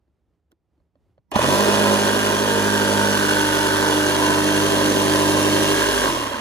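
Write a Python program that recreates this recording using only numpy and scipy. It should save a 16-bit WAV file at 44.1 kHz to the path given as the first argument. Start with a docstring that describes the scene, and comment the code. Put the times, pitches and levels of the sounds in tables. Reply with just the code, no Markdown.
"""Outdoors, at a plywood sheet: a hand settles on a cordless jigsaw, the trigger clicks and the blade snags.
The saw speeds up, rasps through the wood about fifty strokes a second and begins to coast down.
Noise torn in bursts makes the rasp; struck rings make the knocks and bumps; sines that follow the strokes
make the hum. Faint coloured noise is the yard. All is heard close by, in stereo."""
import sys
import numpy as np
from scipy import signal
from scipy.fft import rfft, irfft, next_fast_len
from scipy.io import wavfile
from scipy.ndimage import uniform_filter1d

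SR = 44100
rng = np.random.default_rng(int(sys.argv[2]) if len(sys.argv) > 2 else 0)


def master_out(mix):
    """Clip the mix to full scale and print it as 16-bit PCM to the path in sys.argv[1]."""
    frames = np.transpose(np.atleast_2d(mix))
    ceiling = np.clip(frames, -1, 1)
    pcm = np.round(ceiling * 32767).astype(np.int16)
    wavfile.write(sys.argv[1], SR, pcm)


N = 282355

GEAR = 7.76  # motor turns per stroke
FULL_SPEED = 50.5  # strokes per s
FIRST_STROKE = 6  # regular impacts set in after the opening snags

# Impacts within one stroke: (place [turns], relative ring level [dB], typical burst height [dB])
STROKE_IMPACTS = [(.29, 1, 4.5), (.44, -12, 3), (.69, 2.5, 4.5), (.85, -2.5, 4.5), (0.99, -9.5, 4)]
# Ringing modes of saw and sheet: (pitch [Hz], relative level [dB], time to fall by 60 dB [s])
BODY_MODES = [(222, -27, 0.007), (274.5, -8, 0.075), (586, 3, 0.041), (899, -4.5, 0.028), (1037, 1, 0.026),
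              (1545, -6, 0.022), (1805, -1, 0.0084), (4340, -1, 0.014)]
# Tone colour of torn wood and gear noise: (frequency [Hz], relative level [dB per Hz])
RASP_COLOUR = [(60, -33), (180, -8.5), (260, -1), (620, -3), (780, -10), (950, -3.5), (1250, -7),
               (1600, -8), (1900, -7), (2080, -14.5), (2650, -8.5), (3000, -9), (3700, -10), (4500, -15.5),
               (5500, -14.5), (8000, -15.5), (9300, -14.5), (15700, -23.5)]
# How hard the sheet shakes, and the tone balance:
# (time [s], shake [dB], blend from the fresh to the deep tone balance [0-1])
SHEET_STATE = [(1.36, 7, 0.5), (1.55, -1, 0.06), (1.9, 1, 0), (2.2, -4, 0.13), (2.5, -1, 0.08),
               (3.1, 0.5, 0.12), (3.45, -1.5, 0.86), (3.75, -1, 0.85), (4.3, 0, 1), (4.65, 2, 0.9),
               (4.95, 1, 0.75), (5.55, 2.5, 0.92), (5.75, -1.5, 1), (5.9, -11.5, 0.82), (6.05, -16.5, 0.9),
               (6.13, -3, 0.7), (6.4, -5, 0.4)]
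# Rings that move as the cut goes on: (time [s], housing pitch [Hz], first clack re rasp [dB], # second clack re
# rasp [dB], sheet pitch [Hz], gain of the sheet's band in the rasp [dB])
MOVING_RINGS = [(1.45, 1480, -27, -23, 1040, 7.5), (1.7, 1640, -11, -11, 990, 2.5),
                (2.2, 1590, -10, -10, 980, 2.5), (2.75, 1594, -4, -8, 910, 2.5),
                (3.3, 1510, -16, 0.5, 920, 2.5), (3.8, 1514, -1, -2, 900, 3),
                (4.3, 1560, -17, -6.5, 945, 4), (4.8, 1560, -11, -13, 1010, 2),
                (5.3, 1600, -10, -8, 1030, 2.5), (5.62, 1610, -5, -20, 1020, 1),
                (5.7, 1630, -1.5, -20, 1020, 5), (6.04, 1594, -1.5, -14, 1050, 5),
                (6.15, 1540, -14, -14, 1050, 9), (6.4, 1550, -4, -13, 1035, 3.5)]
# Stages of the cut: entry, a third, two thirds, end of cut, blade free, coasting (times [s])
CUT_STAGES = (1.95, 3.15, 4.2, 5.35, 5.93, 6.14)


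def amp(db):
    """Turn decibels into a plain factor."""
    return 10 ** (np.asarray(db) / 20)


def evened(x):
    """Bring a signal to an rms of 1."""
    return x / np.sqrt(np.mean(x ** 2) + 1e-20)


def read(points, hz):
    """Read a frequency table between its points, on a log pitch scale."""
    f, value = np.transpose(points)
    return np.interp(np.log(hz + 1), np.log(f + 1), value)


def curve(rows):
    """Columns of a table of timed rows, one value a sample."""
    s, *columns = np.transpose(rows)
    return [np.interp(np.arange(N) / SR, s, column) for column in columns]


def coloured(x, points):
    """Weight the spectrum of x by a table of levels."""
    return irfft(rfft(x) * amp(read(points, np.fft.rfftfreq(N, 1 / SR))), N)


def wander(per_s):
    """Slow chance of rms 1, with so many random points a second joined by lines."""
    points = rng.standard_normal(400)
    return evened(np.interp(np.arange(N) * per_s / SR, np.arange(400), points))


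def ring(hz, t60):
    """A struck mode: a sine that falls by 60 dB in t60 seconds."""
    t = np.arange(4000) / SR
    return amp(-60 * t / t60) * np.sin(2 * np.pi * hz * t)


def body_ring():
    """Saw and sheet struck once: all their modes ring together."""
    return sum(amp(db) * ring(hz, t60) for hz, db, t60 in BODY_MODES)


def band(x, lo_hz, hi_hz):
    """The part of x between two fixed frequencies, without delay."""
    return signal.sosfiltfilt(signal.butter(2, [lo_hz, hi_hz], "band", fs=SR, output="sos"), x)


def moving_band(x, hz, width_hz):
    """The part of x around a pitch curve: shift down, smooth, shift back."""
    turn = np.exp(2j * np.pi * np.cumsum(hz * np.ones(N)) / SR)
    smoother = signal.butter(2, width_hz / 2, fs=SR, output="sos")
    return 2 * (turn * signal.sosfiltfilt(smoother, x / turn)).real


def motion():
    """The motor's course: switch, speed, stroke count, rasp level and the gains of two bands of the rasp."""
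    # Speed of the blade: (time [s], speed [strokes per s])
    speed_points = [(1.316, 5.2), (1.33, 14), (1.36, 32.4), (1.438, 42.6), (1.49, 46.9), (1.552, 49.8),
                    (1.65, 51.1), (2.25, 51.2), (3.05, 50.8), (3.45, 50.3), (4.25, 50.25), (4.65, 50.6),
                    (5.25, 50.3), (5.85, 51.1), (6.03, 50.2), (6.102, 44.5), (6.19, 39), (6.262, 34.6),
                    (6.4, 26.4)]
    # Loudness of the cut: (time [s], rasp level [dB], gain of the housing's band [dB],
    # gain of the treble [dB])
    level_points = [(1.316, -35, -6, -12), (1.33, -34, -8, -17), (1.352, -28, -13, -12),
                    (1.363, -24, -5, -8), (1.378, -28.5, 5, -6), (1.43, -24, 3, -5), (1.47, -26, 5, -2.5),
                    (1.51, -27, -1, 0), (1.9, -26, 0, -1.5), (2.4, -29.5, 1, 0), (3.1, -29, 3, 1),
                    (3.7, -29.5, 3, 1.5), (4.15, -28.5, 3, 0), (4.8, -28, 1, 0), (5.3, -28, -0.5, 1),
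                    (5.6, -26.5, -7, -1), (5.9, -28, 5, 1), (6.05, -28, 0, 0.5), (6.15, -31, 2, -1),
                    (6.4, -32, 0, -9)]
    switch_s, rise_s = 1.316, 0.0029
    on = np.clip((np.arange(N) / SR - switch_s) / rise_s, 0, 1)
    speed = on * curve(speed_points)[0]
    turns = np.cumsum(speed) / SR
    rasp_db, *gains_db = curve(level_points)
    return on, speed, turns, rasp_db, gains_db


def bite(turns, flicker_db=1.06):
    """The teeth tear in bursts after each impact: quick rise, slower fall, a lull once a stroke."""
    burst_fall = .06  # turns
    lull_turn, lull_width, lull_db = .21, .05, -3.5  # the blade stops to turn round
    # no two bursts alike
    chance = 1 + 0.39 * rng.standard_normal((int(turns[-1]) + 2, len(STROKE_IMPACTS)))
    db = np.zeros(N)
    for k, (place, _, height_db) in enumerate(STROKE_IMPACTS):
        since = turns - place
        stroke = (since + 1).astype(int)
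        db += height_db * chance[stroke, k] * np.exp(-(since % 1) / burst_fall)
    db += lull_db * np.exp(-((turns % 1 - lull_turn) / lull_width) ** 2)
    flicker = evened(uniform_filter1d(rng.standard_normal(N), 90))
    return amp(uniform_filter1d(db, 20) + flicker_db * flicker)


def rasp(gate, waver_db=2.0, drift_hz=50):
    """Torn fibres and gear noise, drawn twice for stereo; its resonances drift, swell and sink."""
    # Blade and guard sing in the rasp:
    # (pitch at entry [Hz], slide over the cut [Hz], width [Hz], level of the band added to the rasp [dB])
    singing_bands = [(2514, -330, 94, -3), (2960, -100, 133, 0), (3394, -180, 160, -1),
                     (4330, -60, 230, -3), (4750, 0, 120, -5), (5150, 30, 150, -2.5), (5860, -2, 110, 2.5),
                     (6354, -100, 147, 0.5)]
    noise = np.array([evened(coloured(gate * rng.standard_normal(N), RASP_COLOUR)) for _ in range(2)])
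    cut_done = np.interp(np.arange(N) / SR, (CUT_STAGES[0], CUT_STAGES[3]), (0, 1))
    out = noise.copy()
    for hz, slide_hz, width_hz, db in singing_bands:
        level = amp(db + waver_db * wander(9))
        pitch = hz + slide_hz * cut_done + drift_hz * wander(2.03)
        out += level * moving_band(noise, pitch, width_hz)
    return out


def knocks(turns, spread_db=5.0, slip=0.0076):
    """Each impact of each stroke rings the body, never quite alike."""
    hits = np.zeros(N)
    count = np.arange(FIRST_STROKE, int(turns[-1]))
    for place, db, _ in STROKE_IMPACTS:
        chance = rng.standard_normal((len(count), 2))
        at = np.searchsorted(turns, count + place + slip * chance[:, 0])
        hits[np.minimum(at, N - 1)] += amp(db + spread_db * np.clip(chance[:, 1], -3, 1.7))
    return evened(signal.oaconvolve(hits, body_ring())[:N])


def clacks(turns, spread_db=2.2, slip=.006):
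    """Two sharp blows, at both ends of a stroke, ring the housing at its present pitch."""
    places, t60 = (.27, .66), .027  # turns; s
    hz, *levels_db = curve(MOVING_RINGS)[:3]
    turn = np.exp(2j * np.pi * np.cumsum(hz) / SR)
    count = np.arange(FIRST_STROKE, int(turns[-1]))
    out = np.zeros(N)
    for place, db in zip(places, levels_db):
        chance, hits = rng.standard_normal((len(count), 2)), np.zeros(N)
        at = np.searchsorted(turns, count + place + slip * chance[:, 0])
        hits[at] = amp(spread_db * chance[:, 1])
        rung = turn * signal.lfilter([1], [1, -amp(-60 / t60 / SR)], hits / turn)
        out += amp(db) * evened(rung.imag)
    return out


def loaded(x, speed, gains_db, waver_db=1.1):
    """Rings and treble follow their gains; rings and boom waver at random."""
    boom_balance_db = (0.5, 0)  # gain of the sheet's boom in the fresh and the deep tone balance
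    boom_fade_db = 0.16  # lost by the boom for each stroke per s under full speed
    ring_db, treble_db = gains_db
    housing_hz, _, _, sheet_hz, sheet_db = curve(MOVING_RINGS)
    blend = curve(SHEET_STATE)[1]
    boom_db = np.interp(blend, (0, 1), boom_balance_db) + waver_db * wander(13)
    boom_db -= boom_fade_db * (FULL_SPEED - speed)
    # each band is added or taken away until it has its gain
    out = x + (amp(ring_db + waver_db * wander(20)) - 1) * moving_band(x, housing_hz, 350)
    out += (amp(sheet_db + waver_db * wander(13)) - 1) * moving_band(x, sheet_hz, 190)
    out += (amp(boom_db) - 1) * band(x, 130, 660)
    return out + (amp(treble_db) - 1) * band(x, 2770, 22000)


def hum(speed, turns, waver_db=3, low_waver_db=1.1, slip=0.003):
    """The stroke shakes the sheet at its orders; the unbalanced motor shaft adds its own tone."""
    # Low tones before speed scales them: (turns per stroke, level starting [dB], in the fresh balance [dB],
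    # in the deep balance [dB], coasting [dB], share of the shake taken)
    low_tones = [(1, -45, -51, -45, -41, -.4), (2, -33, -35, -37, -45, .7), (3, -30, -37, -35.5, -35, 1.2),
                 (4, -33, -26, -37, -48, 1.5), (5, -36, -31, -44, -38, -.7), (6, -35, -33, -24.5, -43, 1.1)]
    # Motor shaft tone: (the same columns without the first)
    shaft_tone = (-35, -31, -27.5, -31, .35)
    # Other stroke orders before speed scales them: (turns per stroke, level at each of the six stages [dB])
    high_orders = [(7, -31.0, -44.0, -38.0, -35.0, -36.0, -33.0),
                   (8, -31.0, -34.0, -41.0, -36.0, -32.0, -35.0),
                   (9, -34.0, -35.0, -38.0, -36.0, -44.0, -35.0),
                   (10, -40.0, -39.0, -35.0, -33.0, -43.0, -48.0),
                   (11, -34.0, -37.0, -41.0, -34.0, -36.0, -43.0),
                   (12, -35.0, -40.0, -37.0, -32.0, -42.0, -47.0),
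                   (13, -36.0, -46.0, -39.0, -35.0, -54.0, -48.0),
                   (15, -40.0, -55.0, -48.0, -44.0, -55, -39.0),
                   (16, -42.0, -48.0, -41.0, -40.0, -46.0, -44.0),
                   (17, -42.0, -43.0, -44.0, -43.0, -43.0, -49.0),
                   (18, -36.0, -36.0, -34.0, -37.0, -50.0, -51.0),
                   (19, -50.0, -46.0, -44.0, -48.0, -41.0, -55),
                   (20, -35.0, -42.0, -36.0, -38.0, -55, -50.0), (21, -42.0, -47.0, -55, -40.0, -48.0, -55),
                   (22, -48.0, -55, -46.0, -40.0, -46.0, -55),
                   (23, -39.0, -46.0, -46.0, -44.0, -51.0, -52.0),
                   (24, -46.0, -49.0, -46.0, -49.0, -55, -40.0),
                   (25, -42.0, -46.0, -46.0, -47.0, -52.0, -55),
                   (26, -42.0, -48.0, -41.0, -45.0, -55, -42.0), (27, -38.0, -42.0, -43.0, -53.0, -55, -55),
                   (28, -40.0, -38.0, -51.0, -48.0, -55, -55), (29, -37.0, -33.0, -42.0, -50.0, -55, -55.0),
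                   (30, -43.0, -33.0, -37.0, -47.0, -50.0, -55),
                   (31, -40.0, -38.0, -39.0, -38.0, -43.0, -52.0),
                   (32, -40.0, -38.0, -42.0, -46.0, -45.0, -55), (34, -49.0, -43.0, -41.0, -45.0, -55, -55)]
    shake_power = 2.5  # the tones grow with this power of the speed
    engage_db = 3  # the other orders gain this much a stroke until the seventh
    shake_db, blend = curve(SHEET_STATE)
    t = np.arange(N) / SR
    settled = np.interp(t, (1.47, 1.6), (0, 1))  # the start settles
    released = np.interp(t, (6.03, 6.09), (0, 1))  # the trigger is let go
    force_db = 20 * shake_power * np.log10(np.minimum(speed / FULL_SPEED, 1) + 0.00089)
    tones = []
    for k, start_db, fresh_db, deep_db, coast_db, share in low_tones + [(GEAR, *shaft_tone)]:
        cutting_db = fresh_db + (deep_db - fresh_db) * blend + share * shake_db
        db = (1 - settled) * start_db + (settled - released) * cutting_db + released * coast_db
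        tones.append((k, db + low_waver_db * wander(8)))
    engaged_db = engage_db * np.minimum(turns - 7, 0)
    for k, *stages_db in high_orders:
        tones.append((k, engaged_db + np.interp(t, CUT_STAGES, stages_db) + waver_db * wander(11)))
    uneven = turns + slip * wander(30)  # no two strokes take quite the same time
    out = np.zeros(N)
    for k, db in tones:
        out += np.sqrt(2) * amp(db + force_db) * np.cos(2 * np.pi * (k * uneven + rng.random()))
    return out


def whine(turns):
    """The motor whines while it pulls away: a short rising tone at a shaft order."""
    shaft_order, loudest_s, spread_s, level_db = 4.1, 1.345, .013, -25
    swell = np.exp(-((np.arange(N) / SR - loudest_s) / spread_s) ** 2)
    return amp(level_db) * swell * np.sin(2 * np.pi * shaft_order * GEAR * turns)


def blows(rows, body_db):
    """Single bumps: one pitch, the body's modes and a short crack."""
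    out, t = np.zeros(N), np.arange(4000) / SR
    body = amp(body_db) * body_ring()
    soft_start = np.minimum(t / 0.0011, 1)
    for s, db, hz, t60, crack_db in rows:
        noise = coloured(rng.standard_normal(N), RASP_COLOUR)[:4000]
        crack = amp(crack_db - 60 * t / 0.014) * noise
        bump = amp(db) * (ring(hz, t60) + body + crack) * soft_start
        part = out[round(s * SR):][:4000]
        part += bump[:len(part)]
    return out


def trigger():
    """A dry plastic click: noise that dies away at once."""
    # A finger finds the trigger, then pulls it:
    # (time [s], level before a shared trim [dB], time to fall by 60 dB [s])
    clicks = [(.5175, -55, 0.014), (1.316, -26.5, 0.017)]
    trim_db = -2.5
    out, t = np.zeros(N), np.arange(2000) / SR
    for s, db, t60 in clicks:
        out[round(s * SR):][:2000] += amp(db + trim_db - 60 * t / t60) * rng.standard_normal(2000)
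    return out


def yard():
    """Far traffic and air: noise, lumpy in the bass, that wavers in level."""
    # Tone colour of the yard: (frequency [Hz], relative level [dB per Hz])
    yard_colour = [(18, -35), (30, -17), (69, 7.5), (147, -8), (180, -2), (205, -11), (346, -9),
                   (384, -11.5), (1780, -31), (15000, -50)]
    a, b = (evened(coloured(rng.standard_normal(N), yard_colour)) for _ in range(2))
    level = amp(-70 + 2.0 * wander(11.8))
    return level * np.array([a, 0.83 * a + 0.5 * b]) * amp([[-1.1], [1.1]])


def stereo(tones, a, b):
    """Two channels with a phase and a tilt share tones fully and noise a by a set share; b is right only."""
    # Stereo width of the noise by frequency: (frequency [Hz], share common to both channels [0-1])
    common_share = [(60, 0.55), (300, 0.93), (700, 0.52), (950, 1), (1250, 0.36), (1700, 0.76),
                    (2150, 0.17), (2800, 0.93), (3700, 0.28), (4400, 0.73), (5400, 0.12), (6400, 0.61),
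                    (7200, 0.16), (8400, 0.9), (9000, 0.98), (10000, 0.42), (11000, 0.87), (12000, .99),
                    (13000, 0.41), (14000, .99), (15000, .5), (15500, 1)]
    # Phase set between left and right: (frequency [Hz], phase [radians])
    phase_points = [(50, 0.57), (100, 0.27), (150, -1.5), (200, 0), (310, 0), (390, 1.15), (500, 0.5),
                    (900, 0.98), (1400, 2.14), (2000, -0.2), (2300, 2.5), (3500, 2), (3900, 7), (4700, 7.5),
                    (5250, 8.5), (5700, 1), (6150, 6.5), (6700, 5), (7400, 5.5), (8700, 2.5), (12700, -4),
                    (13500, -27.5), (14700, -31), (15300, -9.5)]
    # Level of the left channel over the right: (frequency [Hz], difference [dB])
    tilt_points = [(50, -7.5), (100, 2), (150, 1.5), (200, -6.5), (255, -4), (305, -1.5), (350, -1),
                   (392, -1.5), (700, -3.5), (1000, -3.5), (1350, -2), (1800, -4), (2150, -2), (3350, 0.5),
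                   (4400, -2.3), (5300, 2), (5950, -3.5), (6600, -0.5), (7500, -0.5), (15000, 0)]
    size = next_fast_len(N + SR)
    hz = np.fft.rfftfreq(size, 1 / SR)
    same = np.clip(read(common_share, hz), 0, 1)
    tilt = amp(read(tilt_points, hz) / 2)  # half for each channel
    tones, a, b = rfft([tones, a, b], size)
    right = (tones + same * a) * np.exp(-1j * read(phase_points, hz)) + np.sqrt(1 - same ** 2) * b
    return irfft([(tones + a) * tilt, right / tilt], size)[:, :N]


def scene():
    """The saw at work, in stereo, over the yard."""
    # Blade snags and bumps:
    # (time [s], level [dB], pitch [Hz], time to fall by 60 dB [s], crack before colouring re level [dB])
    snags = [(1.317, -26, 800, .04, -3), (1.322, -26, 400, .04, -12.5), (1.358, -9.5, 217, 0.052, 6),
             (1.3615, -10.5, 824, 0.041, -2), (1.362, -12, 620, 0.04, -4), (1.391, -8.5, 596, 0.027, 3),
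             (1.443, -12, 510, 0.033, 3), (1.4865, -9.5, 566, 0.03, 0), (1.527, -17, 344, 0.051, 0),
             (1.683, -8.5, 360, 0.057, 2), (6.04, -16, 530, .04, -4), (6.066, -16, 537, .035, -4),
             (6.075, -15, 1060, 0.037, 2), (6.16, -18, 1040, 0.066, -3), (6.172, -19, 560, 0.037, -6),
             (6.225, -23, 571, 0.056, -3), (6.317, -23, 563, 0.043, -5)]
    # The hand shifts the saw on the sheet: (the same columns, before a band filter)
    taps = [(.079, -60, 330, .05, -4), (.512, -58, 450, .04, 2), (.5175, -55, 1480, 0.022, 15),
            (.525, -52, 330, 0.05, 0), (.778, -60, 298, 0.065, 2), (.801, -53, 70, 0.11, -20),
            (.955, -51.5, 560, 0.022, 3), (.962, -60, 270, .07, -15), (1.179, -47.5, 560, 0.024, 6),
            (1.187, -52, 130, .06, -20)]
    on, speed, turns, rasp_db, gains_db = motion()
    shared = on * hum(speed, turns) + whine(turns) + trigger()
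    shared += blows(snags, -13) + band(blows(taps, -15), 40, 4600)
    parts = np.array([amp(-5) * knocks(turns), *(amp(6.0) * rasp(bite(turns)))])
    struck, a, b = on * amp(rasp_db) * loaded(parts, speed, gains_db)
    return stereo(shared + struck + amp(rasp_db) * clacks(turns), a, b) + yard()


def record(dry):
    """The microphone drops the deepest bass; then a steep filter limits the treble."""
    heard = signal.sosfilt(signal.butter(4, 38, "high", fs=SR, output="sos"), dry)
    edge_hz = 15720
    treble_limit = signal.firwin(511, edge_hz, window=("kaiser", 9), fs=SR)
    return signal.oaconvolve(heard, treble_limit[None], "same")


dry = scene()
out = record(dry)
master_out(out)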